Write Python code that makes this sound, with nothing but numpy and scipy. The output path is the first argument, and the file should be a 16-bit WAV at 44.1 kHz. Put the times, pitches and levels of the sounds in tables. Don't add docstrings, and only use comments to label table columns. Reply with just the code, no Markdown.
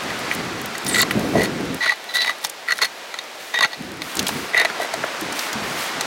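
import sys
import numpy as np
from scipy import signal
from scipy.fft import rfft, irfft
from scipy.io import wavfile
from scipy.ndimage import uniform_filter1d, minimum_filter1d

SR = 44100
rng = np.random.default_rng(int(sys.argv[2]) if len(sys.argv) > 2 else 0)


def bounce(signal):
    frames = np.transpose(np.atleast_2d(signal))
    limited = np.clip(frames, -1, 1)
    pcm = np.round(limited * 32767).astype(np.int16)
    wavfile.write(sys.argv[1], SR, pcm)


N = 267246
TIME = np.arange(N) / SR


def gain_of(db):
    return 10 ** (np.asarray(db) / 20)


def evened(x):
    return x / np.sqrt(np.mean(x ** 2) + 1e-20)


def add(mix, start_s, sound):
    part = mix[max(round(start_s * SR), 0):][:len(sound)]
    part += sound[:len(part)]


def coloured(x, points):
    hz, db = np.transpose(points)
    freqs = np.fft.rfftfreq(N, 1 / SR)
    shape = np.interp(np.log(freqs + 1), np.log(hz), db)
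    return evened(irfft(rfft(x) * gain_of(shape), N))


def band(x, lo_hz, hi_hz):
    edges = [lo_hz, min(hi_hz, SR / 2.2)]
    return signal.sosfilt(signal.butter(N=2, Wn=edges, btype="band", fs=SR, output="sos"), x)


def stroke(start, end, db, swell_db, attack_s, release_s, arch_db):
    along = np.clip((TIME - start) / (end - start), 0, 1) * 2 - 1
    rise = np.clip((TIME - start) / attack_s + .5, 0, 1)
    release = np.exp(-np.maximum(TIME - end, 0) / release_s)
    return rise * release * gain_of(db + swell_db * along / 2 - arch_db * along ** 2)


def slips(per_s, spread_db):
    size = gain_of(spread_db * np.minimum(rng.exponential(1, N), 4)) * rng.choice([-1, 1], N)
    train = size * (rng.random(N) < per_s / SR)
    local_power = abs(uniform_filter1d(train ** 2, size=900))
    return train / np.sqrt(local_power + 0.0085 * np.mean(train ** 2))


def judder(per_s=100, uneven=.35, jolt_s=0.0021, sliding=.35):
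    gaps, sizes = rng.standard_normal((1200, 2)).T
    times = np.cumsum(np.exp(uneven * gaps)) / per_s - 1
    last = np.searchsorted(times, TIME) - 1
    age = (TIME - times[last]) / jolt_s
    lurch = age * np.exp(1 - age + uneven * sizes[last])
    return evened(sliding + lurch)


# pitch_hz, level_db
OPEN_AIR_COLOUR = [(25, -45), (60, -43), (150, -8.5), (300, -1), (700, 1.5), (1300, 2.5), (2000, 0.5),
                   (3000, -5), (4300, -7.5), (6000, -11.5), (9000, -19), (16000, -32)]
# pitch_hz, level_db
FIRESIDE_COLOUR = [(25, -55), (60, -28), (150, -17.5), (300, -7.5), (680, -0.5), (1100, -5), (2000, -4.5),
                   (3000, -7.5), (3900, -8.5), (6000, -14.5), (9000, -21.5), (16000, -28.5)]
# time_s, level_db
AIR_LEVEL = [(0.0, -30), (0.34, -29), (0.52, -32), (1.08, -31.5), (1.77, -33.5), (1.89, -38.5),
             (2.3, -35.5), (2.45, -38.5), (3.0, -37.5), (4.0, -38), (4.19, -31.5), (4.52, -32.5),
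             (4.71, -31), (6.06, -28.5)]
# start_s, end_s
BY_THE_FIRE = (1.79, 3.9)
OPEN_SHARE = 0.74


def air(trim_db=2):
    outside = (TIME < BY_THE_FIRE[0]) | (TIME > BY_THE_FIRE[1])
    share = OPEN_SHARE * outside
    far = coloured(rng.standard_normal(N), OPEN_AIR_COLOUR)
    near = coloured(rng.standard_normal(N), FIRESIDE_COLOUR)
    level_db = np.interp(TIME, *np.transpose(AIR_LEVEL)) + trim_db
    return gain_of(level_db) * (np.sqrt(share) * far + np.sqrt(1 - share) * near)


def embers(level_db=-53):
    ticks = rng.standard_normal(N) * (rng.random(N) < 35 / SR)
    return gain_of(level_db) * coloured(ticks, GRIT_COLOUR)


# pitch_hz, level_db
RUMBLE_COLOUR = [(15, -59), (25, -29), (102, -6.5), (210, 0), (310, -0.5), (395, -3.5), (541, -10),
                 (600, -24), (900, -25), (1170, -66), (1980, -120)]
# start_s, end_s, level_db, swell_db
RUMBLE_SWELLS = [(0.018, 0.347, -31.5, -1), (.36, .78, -30, -11.5), (0.847, 1.123, -25, -2.5),
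                 (1.129, 1.316, -21.5, -0.5), (1.336, 1.436, -16.5, -2.5), (1.45, 1.756, -24.5, 2.5),
                 (3.775, 4.063, -33.5, 0.5), (4.168, 4.25, -25, -3), (4.302, 4.45, -30, -2),
                 (4.953, 5.04, -35.5, -6), (5.204, 5.343, -34, -1), (5.54, 5.804, -32.5, -5),
                 (5.954, 6.06, -38, -13)]


def rumbling(trim_db=-2.5, strong_db=-20, scuff_db=-6):
    swells = sum(stroke(*row, attack_s=0.043, release_s=0.025, arch_db=2.5) for row in RUMBLE_SWELLS)
    rumble = coloured(slips(per_s=1200, spread_db=3), RUMBLE_COLOUR)
    scuff = evened(band(slips(per_s=490, spread_db=2), 420, 725))
    strength = np.minimum(swells / gain_of(strong_db), 1) ** 2
    return swells * (gain_of(trim_db) * rumble + gain_of(scuff_db) * strength * scuff)


# pitch_hz, width_hz, level_db
SLAB_MODES = [(156, 120, -30), (307, 91, -23.5), (476, 195, -15.5), (705, 186, -10.5), (903, 226, -9.5),
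              (1104, 107, -9), (1365, 233, -7.5), (1945, 115, 2), (2198, 56, -12), (2756, 92, -15),
              (3745, 75, -9.5), (4004, 82, -10.5), (4320, 120, -14), (6340, 300, -15.5), (9300, 290, -27)]
# from_s, lower_hz, upper_hz, pitch_factor
RESTS = [(0, 1400, 4400, 1.005), (1.7, 1000, 4170, 1), (2.05, 1280, 4020, 1), (2.238, 900, 2240, 1.025),
         (2.4, 1000, 4600, 1), (2.6, 1350, 4320, .995), (3.1, 1150, 4200, 1), (3.5, 1000, 3800, .995),
         (3.68, 1000, 4200, 1), (4.4, 620, 1945, 1)]


def slab_at(time_s, lower_db=5.5, upper_db=8, scatter_db=2.67):
    modes = np.array(SLAB_MODES, float)
    _, lower, upper, pitch = [row for row in RESTS if row[0] <= time_s][-1]
    favoured = lower_db * np.exp(-((modes[:, 0] - lower) / 300) ** 2)
    favoured += upper_db * np.exp(-((modes[:, 0] - upper) / 150) ** 2)
    modes[:, 2] += favoured + scatter_db * rng.standard_normal(len(modes))
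    modes[:, 0] *= pitch * (1 + .004 * rng.standard_normal(len(modes)))
    return np.split(modes, np.searchsorted(modes[:, 0], [1650, 2550, 5000]))


def ring(x, modes):
    total = 0
    for hz, width, db in modes:
        resonance = signal.lfilter(*signal.iirpeak(hz, hz / width, SR), x)
        total = total + gain_of(db) * band(resonance, hz / 1.38, hz * 1.55)
    return total


# start_s, level_db, body_db, brightness_db
KNOCKS = [(.104, -24, -15, -12), (.3135, -14.5, -12, -26), (.752, -26, -13, -5), (.9445, -10, -12, -4),
          (.958, -14, -17, -5), (.9965, -24, -7, 3), (1.007, -18, 3, 14), (1.0225, -22, -2, 9),
          (1.0295, -17, 1, -2.5), (1.109, -15, -4, -17), (1.814, -28, -4.5, -19), (1.862, -25, 9, -8),
          (1.895, -5.5, -20, -23), (1.921, -22, 1.5, -11), (2.219, -29, -10, 11), (2.247, -19.5, -3.5, -9),
          (2.295, -18.5, 0.5, -9), (2.447, -30, 9.5, 2), (2.6855, -18.5, -27, -21), (2.709, -14, -25, -21),
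          (2.721, -10, -11, -4.5), (2.7885, -23, 2, -7), (2.817, -15, -1, -4), (2.8239, -14, -2.5, 5),
          (2.832, -20.5, 1, 6), (2.852, -23.5, -8, 2.5), (3.141, -24.5, -2, -3.5), (3.188, -27, -7, 5),
          (3.542, -19, -3, -7), (3.5888, -24, 4, 4.5), (3.608, -18.5, 4, 4), (3.6239, -21, 5, -4),
          (3.628, -1, -13, -0.5), (3.637, -2, -15, -22), (3.6465, -24.5, 11.5, 9.5),
          (4.019, -25.5, -4, 0.5), (4.291, -28.5, 9.5, -14), (4.5455, -6, -11.5, -30),
          (4.5765, -2, -7.5, -7), (4.598, -10.5, -7, -4.5), (4.6155, -19, 0, -5), (4.649, -15.5, 2.5, -3.5),
          (4.655, -12.5, -15, -17), (4.7, -30, 9, -4), (4.9385, -26.5, 10, -2), (5.0385, -27, 12, -14),
          (6.01, -24.5, 2, -3)]
CRACK_PER_BRIGHT = 0.57


def knocks(contact_s=0.00066, crack_s=0.0013, damping_s=0.033,
           body_db=-2, ring_db=-1, upper_db=-2, crack_db=-9, top_ring=16):
    out, t = np.zeros(N), np.arange(SR // 25) / SR
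    head = slice(round(.006 * SR))
    choke = 1 / (1 + (t / damping_s) ** 4)
    for start, db, body, bright in KNOCKS:
        grains, splinters = rng.standard_normal((2, len(t)))
        force = grains * (t / contact_s) * np.exp(-t / contact_s)
        force[0] += 4
        low, main, high, top = slab_at(start)
        crack = splinters * np.sqrt(t / crack_s) * np.exp(-t / crack_s)
        splinter = band(crack, 2900, 11300)
        parts = [(ring(force, main), ring_db),
                 (ring(force, low), body + body_db),
                 (ring(force, high), bright + upper_db),
                 (splinter + top_ring * ring(splinter, top), CRACK_PER_BRIGHT * bright + crack_db)]
        blow = sum(gain_of(db + rel) * part / np.std(part[head]) for part, rel in parts)
        add(out, start, choke * blow)
    return out


# start_s, peak_db, pitch_hz
SNAPS = [(.191, -21, 8000), (.2, -27, 9000), (.338, -22, 11000), (.349, -19, 10000), (.6147, -23.5, 8800),
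         (0.658, -19, 9900), (.78, -18, 7150), (.847, -18.5, 10000), (.865, -14, 4500), (0.887, -16, 8600),
         (1.0155, 2, 11900), (1.11, -14, 2660), (1.194, -19, 9000), (1.434, -15.5, 8260),
         (1.744, -20.5, 7950), (2.447, -9.5, 4700), (2.467, -23, 6800), (2.497, -17.5, 7950),
         (4.153, -15.5, 8500), (4.169, -13, 5930), (4.192, -4, 4500), (4.227, -21, 7000),
         (4.267, -9.5, 3570), (4.282, -9, 7500), (4.289, -13, 3330), (4.938, -18.5, 6360),
         (5.2097, -18.5, 8000), (5.324, -17.5, 6500), (5.391, -12, 4250), (5.529, -15, 4970),
         (6.009, -8.5, 5800)]
SNAP_CYCLES = 142


def snaps(spread=1.51, wide=0.36):
    out, t = np.zeros(N), np.arange(SR // 16) / SR
    for start, db, hz in SNAPS:
        fade = gain_of(-60 * t * hz / SNAP_CYCLES)
        burst = rng.standard_normal(len(t)) * fade * (1 - np.exp(-t / 0.00054))
        snap = band(burst, hz / spread, hz * spread) + wide * band(burst, hz / 3, 15300)
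        add(out, start, gain_of(db) * snap / abs(snap).max())
    return out


def squeal(hz, size, waver_hz=22):
    drift = evened(uniform_filter1d(rng.standard_normal(size), size=300))
    return evened(np.sin(2 * np.pi * np.cumsum(hz + waver_hz * drift) / SR))


# pitch_hz, level_db
GRIT_COLOUR = [(1500, -22), (3500, 5), (5000, 1.5), (7500, -4), (10000, 0), (13000, -6.5), (16000, -9)]
# start_s, end_s, grinding_db, grit_db, swell_db, body_db, upper_ring_db
SHOVES = [(0.297, 0.348, -30, -40, -2, -4, -6), (0.863, 0.95, -30.5, -29, -4, -4, -1),
          (0.941, 1.021, -17.5, -23, 9, -2.5, -2), (1.335, 1.459, -24.5, -35.5, 17.5, -9, -1),
          (1.806, 1.935, -17, -39, -0.5, -0.5, 0.5), (2.089, 2.12, -28.5, -45, -2, 2, 7),
          (2.139, 2.177, -17, -23.5, 1, -2.5, 3.5), (2.178, 2.243, -18.5, -37, -4, 1, 7.5),
          (2.237, 2.317, -22, -38, 2, -2, 7), (2.417, 2.46, -36, -32, 10, 5, 7),
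          (2.676, 2.728, -21, -40, 10, 0, 4), (2.733, 2.795, -45, -35, 0, -4, -4),
          (2.812, 2.875, -20, -28, -16, 0, 0), (3.538, 3.613, -20, -45, -5, -3, 1.5),
          (3.603, 3.66, -20.5, -49, 12, 2, 0), (3.705, 3.748, -33, -50, 16, 1, 6),
          (4.533, 4.636, -15.5, -39, 7, 4, -1.5), (4.79, 4.851, -29, -35.5, 10, 12, 5.5)]
SHOVE_ATTACK_S, SHOVE_RELEASE_S = 0.0061, 0.0036
SHOVE_ARCH_DB = 7.5
CREEP_DB, CREEP_ATTACK_S, CREEP_RELEASE_S = -22, 0.047, 0.021
SQUEAL_DB, UPPER_SQUEAL_DB = -4, -14


def scrapes():
    jolts = judder()
    friction = slips(per_s=1700, spread_db=3.4) * jolts
    grit = coloured(slips(per_s=4000, spread_db=5.0) * jolts, GRIT_COLOUR)
    out = np.zeros(N)
    for start, end, force_db, crunch_db, swell_db, body_db, upper_db in SHOVES:
        span = slice(round((start - .04) * SR), round((end + .06) * SR))
        slide = stroke(start, end, 0, swell_db, SHOVE_ATTACK_S, SHOVE_RELEASE_S, SHOVE_ARCH_DB)
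        creep = stroke(start, end, CREEP_DB, swell_db, CREEP_ATTACK_S, CREEP_RELEASE_S, 0)
        low, main, high, top = slab_at((start + end) / 2)
        ring_parts = [(low, body_db), (main, 0), (high, upper_db), (top, 0)]
        rasp = evened(sum(gain_of(db) * ring(friction[span], modes) for modes, db in ring_parts))
        song = 0
        for modes, db in [(main, SQUEAL_DB), (high, UPPER_SQUEAL_DB + upper_db)]:
            strongest_hz = modes[modes[:, 2].argmax(), 0]
            song = song + gain_of(db) * squeal(strongest_hz, len(rasp))
        grind = gain_of(force_db) * evened(rasp + song)
        crunch = gain_of(crunch_db) * evened(grit[span])
        out[span] += np.maximum(slide, creep)[span] * (grind + crunch)
    return out


# start_s, end_s, level_db, swell_db
SWISH = (.88, 1.03, -27, 3)
SWISH_HZ, SWISH_END_HZ, SWISH_SLOWING_S = 9300, 7100, .06


def swish(width_hz=900):
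    speed = np.exp(-np.maximum(TIME - SWISH[0], 0) / SWISH_SLOWING_S)
    pitch_hz = SWISH_END_HZ + (SWISH_HZ - SWISH_END_HZ) * speed
    turn = np.exp(2j * np.pi * np.cumsum(pitch_hz) / SR)
    lowpass = signal.butter(N=2, Wn=width_hz / 2, fs=SR, output="sos")
    blur = signal.sosfilt(lowpass, rng.standard_normal(N) / turn)
    rubbing = evened((turn * blur).real)
    return rubbing * judder() * stroke(*SWISH, SHOVE_ATTACK_S, SHOVE_RELEASE_S, 0)


# pitch_hz, level_db
CLOTH_COLOUR = [(800, -12.5), (2000, 8), (5000, 1), (9000, -1.5), (14000, -5), (16000, -6)]
# start_s, end_s, level_db, swell_db
BRUSHES = [(1.08, 1.35, -41.5, 6), (3.39, 3.7, -43, -12), (4.016, 4.243, -37, -3), (4.26, 4.46, -35, -1),
           (5.346, 5.484, -30.5, -2), (5.624, 5.77, -36, 1), (5.77, 5.88, -30, 0)]


def rustle():
    rubbing = sum(stroke(*row, attack_s=.03, release_s=0.041, arch_db=4) for row in BRUSHES)
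    return rubbing * coloured(slips(per_s=6000, spread_db=2.5), CLOTH_COLOUR)


# start_s, peak_db, pitch_hz
BUMPS = [(1.162, -14.5, 205), (1.3523, -9, 673), (1.385, -13, 450), (3.801, -24.5, 243), (4.205, -31, 215),
         (4.354, -22, 249), (4.799, -14, 700), (4.818, -18.5, 592), (4.845, -20.5, 714),
         (4.9385, -20.5, 700), (5.039, -18, 584), (5.22, -21, 330), (5.555, -24.5, 221)]
BUMP_CYCLES = 16.3


def bumps():
    out, t = np.zeros(N), np.arange(SR // 8) / SR
    for start, db, hz in BUMPS:
        tones = [(.66, 0.41), (1, 1), (1.5, 0.21)]
        thud = sum(size * np.sin(2 * np.pi * hz * ratio * t) for ratio, size in tones)
        thud *= gain_of(-60 * t * hz / BUMP_CYCLES) * (1 - np.exp(-t / 0.0035))
        add(out, start, gain_of(db) * thud / abs(thud).max())
    return out


def with_echo(x, wet_db=-21, t60_s=0.042):
    t = np.arange(SR // 4) / SR
    tail = band(rng.standard_normal(len(t)), 330, 7300) * gain_of(-60 * t / t60_s) * (t > .003)
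    echo = signal.fftconvolve(x, tail / np.linalg.norm(tail))[:N]
    return x + gain_of(wet_db) * echo


def scene():
    echoing = with_echo(knocks() + snaps() + scrapes() + bumps())
    return (air() + embers() + rumbling() + echoing + swish() + rustle())[None]


CEILING_DB = -6.2


def record(dry):
    allowed = np.minimum(gain_of(CEILING_DB) / (abs(dry) + 1e-9), 1)
    limited = dry * uniform_filter1d(minimum_filter1d(allowed, size=40), size=40)
    lowpass = signal.firwin(511, 16050, window=("kaiser", 9), fs=SR)
    return signal.oaconvolve(limited, lowpass[None], "same")


dry = scene()
out = record(dry)
bounce(out)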